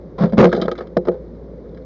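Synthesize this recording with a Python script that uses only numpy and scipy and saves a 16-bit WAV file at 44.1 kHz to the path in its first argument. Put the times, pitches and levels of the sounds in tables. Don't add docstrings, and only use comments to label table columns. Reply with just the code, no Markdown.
import sys
import numpy as np
from scipy import signal
from scipy.fft import rfft, irfft
from scipy.io import wavfile

SR = 44100
rng = np.random.default_rng(int(sys.argv[2]) if len(sys.argv) > 2 else 0)


def dump_mix(stems):
    frames = np.atleast_2d(stems).T
    limited = np.clip(frames, -1, 1)
    pcm = np.round(limited * 32767).astype(np.int16)
    wavfile.write(sys.argv[1], SR, pcm)


N = 81585

# frequency in Hz, relative level in dB.
SCRATCH_SPECTRUM = [(500,-26.5), (1500,4), (2200,-7.5), (2700,-22.5), (3600,8.5), (5200,-4), (5900,-13.5),
                    (7200,-21.5)]


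def amp(db):
    return 10 ** (np.asarray(db) / 20)


def unit(x):
    return x / np.sqrt(np.mean(x ** 2) + 1e-20)


def db_at(spectrum, hz):
    freqs, levels = np.transpose(spectrum)
    return np.interp(np.log(hz + 1), np.log(freqs + 1), levels)


def colour(x, spectrum, keep_power=True):
    size = 4096
    gain = amp(db_at(spectrum, abs(np.fft.fftfreq(size, 1 / SR))))
    response = np.exp(np.conj(signal.hilbert(np.log(gain + 1e-6))))
    taps = np.fft.ifft(response).real[:size // 2]
    return signal.fftconvolve(x, taps / (np.linalg.norm(taps) if keep_power else 1))[:len(x)]


def fade(t, t60):
    return np.exp(-np.log(1000) * t / t60)


def add(mix, start_s, sound):
    part = mix[round(start_s * SR):][:len(sound)]
    part += sound[:len(part)]


def drift(rate_hz):
    hz = np.fft.rfftfreq(N, 1 / SR)
    return unit(irfft(rfft(rng.standard_normal(N)) * np.exp(-(hz / rate_hz) ** 2), N))


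def grit(size, grains_per_s=3000, spread_db=2):
    strengths = amp(spread_db * np.minimum(rng.exponential(1, size), 3)) * rng.choice([-1, 1], size)
    return unit(strengths * (rng.random(size) < grains_per_s / SR))


def traffic():
    # frequency in Hz, relative level in dB.
    spectrum = [(20,-46), (45,-27.5), (80,-11.5), (130,-13), (175,-6.5), (230,-10.5), (420,-10.5),
                (540,-9.5), (700,-27), (1000,-31), (1500,-39), (2200,-42.5), (2600,-56), (3700,-48.5),
                (5300,-53), (5900,-58), (8000,-71)]
    return amp(-37.5) * unit(colour(rng.standard_normal(N + SR), spectrum)[SR:])


def hum():
    # frequency in Hz, level in dB, width of the pitch wander in Hz.
    partials = [(56.5, -35.5, 4.3), (168, -53.5, 21), (420, -51, 11), (512, -47, 14.95)]
    tones = np.zeros(N)
    for hz, db, width in partials:
        phase = 2 * np.pi * np.cumsum(hz + width / 2 * drift(10)) / SR
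        waver = 1 + min(width / 20, .6) * drift(8)
        tones += amp(db) * np.sqrt(2) * np.sin(phase) * waver
    return tones


def rust_crackle(scratches_per_s=18):
    starts = (rng.random(N) < scratches_per_s / SR) * rng.uniform(0.18, 1, N)
    envelope = signal.fftconvolve(starts, fade(np.arange(SR // 8) / SR, t60=.04))[:N]
    return amp(-63) * colour(envelope * grit(N), SCRATCH_SPECTRUM)


def shackle_clink(low_db, high_db, chatter_s, rise_s=0.0022):
    # frequency in Hz, relative level in dB, t60 in seconds.
    modes = [(1273,3,0.041), (1407,1.5,0.016), (1610,-6.5,0.036), (1786,-5,0.021), (2054,-5,0.02),
             (2228,-7.5,0.032), (3160,-1,0.025), (3440,-2,0.02), (4000,-8.5,.055), (4060,-16.5,0.045),
             (4780,-5.5,0.032), (5220,-10.5,.03), (6000,-27.5,.03), (7160,-32.5,.03)]
    t = np.arange(SR // 4) / SR
    force = [(1900, low_db), (3200, high_db)]
    ring = sum(amp(db + db_at(force, hz)) * fade(t, t60) * np.sin(2 * np.pi * (hz * t + rng.random()))
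               for hz, db, t60 in modes)
    chatter = grit(len(t)) * fade(t, chatter_s)
    contacts = 0.61 * chatter / np.linalg.norm(chatter)
    contacts[0] += 0.91
    clink = amp(6) * signal.fftconvolve(ring, contacts)[:len(t)]
    tick = amp(high_db + 2.5) * colour(chatter, SCRATCH_SPECTRUM)
    return (clink + tick) * np.minimum(t / rise_s, 1)


def bucket_blow(boom_db, clank_db, crunch_db, crunch_s, rise_s, place):
    # frequency in Hz, relative level in dB when struck on the wall,
    # the same when struck on the bottom, t60 in seconds.
    modes = [(120,-19.5,-26,0.086), (172.5,1,-8.5,0.21), (185.7,1.5,3.5,0.1), (224.2,0.5,-9.5,0.16),
             (264,-15,-18.5,0.15), (355.7,-19,-0.5,0.18), (404.5,-10.5,-18.5,0.32), (484.8,3,9.5,0.057),
             (510.6,-3,-8.5,0.25), (557.5,-6.5,-13,0.18), (672.5,1,-12.5,0.083), (806,-21.5,-10,0.077),
             (878,-19.5,-23,0.082), (1202,-21,-13.5,0.034)]
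    # frequency in Hz, relative level in dB, time to peak in seconds.
    flexes = [(213.9, -0.5, 0.0067), (462, 4, 0.0031)]
    # frequency in Hz, relative level in dB.
    thud_spectrum = [(40, -27), (90, -19.5), (150, 3.5), (230, -11), (300, -2.5), (480, -2), (680, -5.5),
                     (950, -26.5), (1500, -21.5), (3000, -55.5)]
    rust_spectrum = [(200, -43), (600, 5), (1150, 0), (1600, -7), (2150, -11.5), (2650, -25), (3500, -16.5),
                     (5200, -21.5), (5800, -33), (7000, -41.5), (8000, -59)]
    t = np.arange(SR // 3) / SR
    force = [(232, boom_db), (349, clank_db)]
    ring = np.zeros(len(t))
    for k, (hz, wall_db, bottom_db, t60) in enumerate(modes):
        db = np.interp(place, [0, 1], [wall_db, bottom_db]) + db_at(force, hz)
        ring += (-1) ** k * amp(db) * np.sin(2 * np.pi * hz * t) * fade(t, t60)
    flex = np.zeros(len(t))
    for hz, db, peak_s in flexes:
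        swell = (t / peak_s) ** 2 * np.exp(2 - 2 * t / peak_s)
        flex += amp(db + db_at(force, hz)) * swell * np.sin(2 * np.pi * hz * t)
    burst = rng.standard_normal(len(t)) * fade(t, 1.2 * crunch_s)
    thud = colour(colour(burst, thud_spectrum), force, keep_power=False)
    crunch = amp(crunch_db + 2) * colour(grit(len(t)) * fade(t, crunch_s), rust_spectrum)
    return (flex + amp(-3) * (ring + thud) + crunch) * np.minimum(t / rise_s, 1)


def scene():
    # start in seconds, relative levels of boom, clank and crunch in dB,
    # crunch t60 in seconds, rise in seconds, place from 0 (wall) to 1 (bottom).
    blows = [(.180,-24.5,-21,-23,0.13,.012,0.067), (.203,-8.5,-22.5,-26.5,0.15,.006,0.12),
             (.219,-18,-21,-24,0.11,.004,0.14), (0.233,-3.5,-13,-23.5,.11,.003,0.032),
             (0.253,-17.5,-20.5,-36.5,0.14,.004,0.043), (0.322,-15,-22.5,-33.5,0.1,.003,0.085),
             (0.331,-8,-19,-31.5,0.074,.003,0.25), (0.369,-21,-15,-22.5,0.068,.008,0.25),
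             (.378,6,-5.5,-9.5,0.078,.003,0.19), (.386,2,-3,-14.5,0.13,.003,0.207),
             (.398,-1,-1,-16,0.095,.003,1), (.411,-2.5,-6,-14,0.064,.003,0.45),
             (0.425,-4,-4,-18.5,0.11,.003,0.44), (0.4414,-9.5,-1.5,-11.5,.06,.003,0.96),
             (.452,-4,-2.5,-32,0.028,.003,0.69), (.464,-16,-15.5,-21,0.065,.003,0.86),
             (.528,-22.5,-13,-19.5,0.056,.002,1), (0.542,-16.5,-18,-35.5,0.076,.003,1),
             (0.563,-30.5,-17,-52,.1,.003,1), (0.575,-21.5,-15,-54,.08,.003,.8),
             (0.596,-23.5,-20,-37,0.22,.003,1), (0.618,-20,-19.5,-46.5,0.23,.003,1),
             (.651,-20.5,-21,-38.5,.06,.002,0.74), (0.68,-35,-14.5,-25,0.063,.002,0.35),
             (.716,-32,-18,-30.5,0.055,.002,1), (.782,-51.5,-24,-32,0.05,.005,1),
             (.807,-31,-24.5,-34.5,0.12,.003,0.83), (0.9677,-13,-6,-23,.035,0.0013,0.83),
             (1.052,-40,-31.5,-36,.06,.002,.9), (1.071,-26,-18,-34.5,0.073,.002,0.65),
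             (1.0825,-21,-6,-21.5,0.031,0.0027,0.82), (1.0932,-25.5,-19.5,-52,0.036,.002,0.59),
             (1.112,-58,-27,-44,0.17,.003,0.68), (1.143,-63,-27,-49.5,0.038,.002,.9)]
    # start in seconds, relative levels of the low and high ring in dB,
    # chatter t60 in seconds.
    clinks = [(0.295,-53,-52.5,0.044), (0.489,-36.5,-48.5,0.18), (0.517,-33,-47.5,0.15),
              (0.527,-22,-31.5,0.039), (.548,-33.5,-41.5,0.083), (0.564,-40.5,-40,.09),
              (0.614,-40,-29.5,0.088), (.619,-27,-35,0.058), (0.656,-48,-46.5,.04),
              (0.6808,-25.5,-59.5,0.015), (0.7137,-30.5,-37.5,.05), (.753,-40,-54.5,0.088),
              (0.778,-47,-44.5,0.072), (.787,-35.5,-45.5,0.028), (0.806,-33,-86,0.02),
              (.870,-46,-53.5,0.023), (0.9683,-51.5,-36.5,.015), (.971,-31,-50.5,0.014),
              (1.051,-50.5,-51.5,0.024), (1.084,-33,-50.5,0.01), (1.35,-62,-65,0.032),
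              (1.655,-58,-79,0.015), (1.746,-54,-59,0.017), (1.773,-47.5,-55.5,0.026)]
    mix = traffic() + hum() + rust_crackle()
    for start_s, *blow in blows:
        add(mix, start_s, bucket_blow(*blow))
    for start_s, *clink in clinks:
        add(mix, start_s, shackle_clink(*clink))
    return mix[None]


def record(dry, ceiling=0.6, knee=11, cutoff_hz=7967):
    # frequency in Hz, gain in dB.
    mic_response = [(20, -14), (70, -4.5), (150, 1), (5000, -2.5), (6900, -1), (7400, -17), (8000, -19),
                    (9000, -56), (16000, -46)]
    clipped = dry[0] / (1 + abs(dry[0] / ceiling) ** knee) ** (1 / knee)
    mic_gain = amp(db_at(mic_response, np.fft.rfftfreq(2 * N, 1 / SR)))
    voiced = irfft(rfft(clipped, 2 * N) * mic_gain)[:N]
    lowpass = signal.firwin(255, cutoff_hz, window=("kaiser", 8), fs=SR)
    return signal.oaconvolve(voiced, lowpass, "same")[None]


dry = scene()
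out = record(dry)
dump_mix(out)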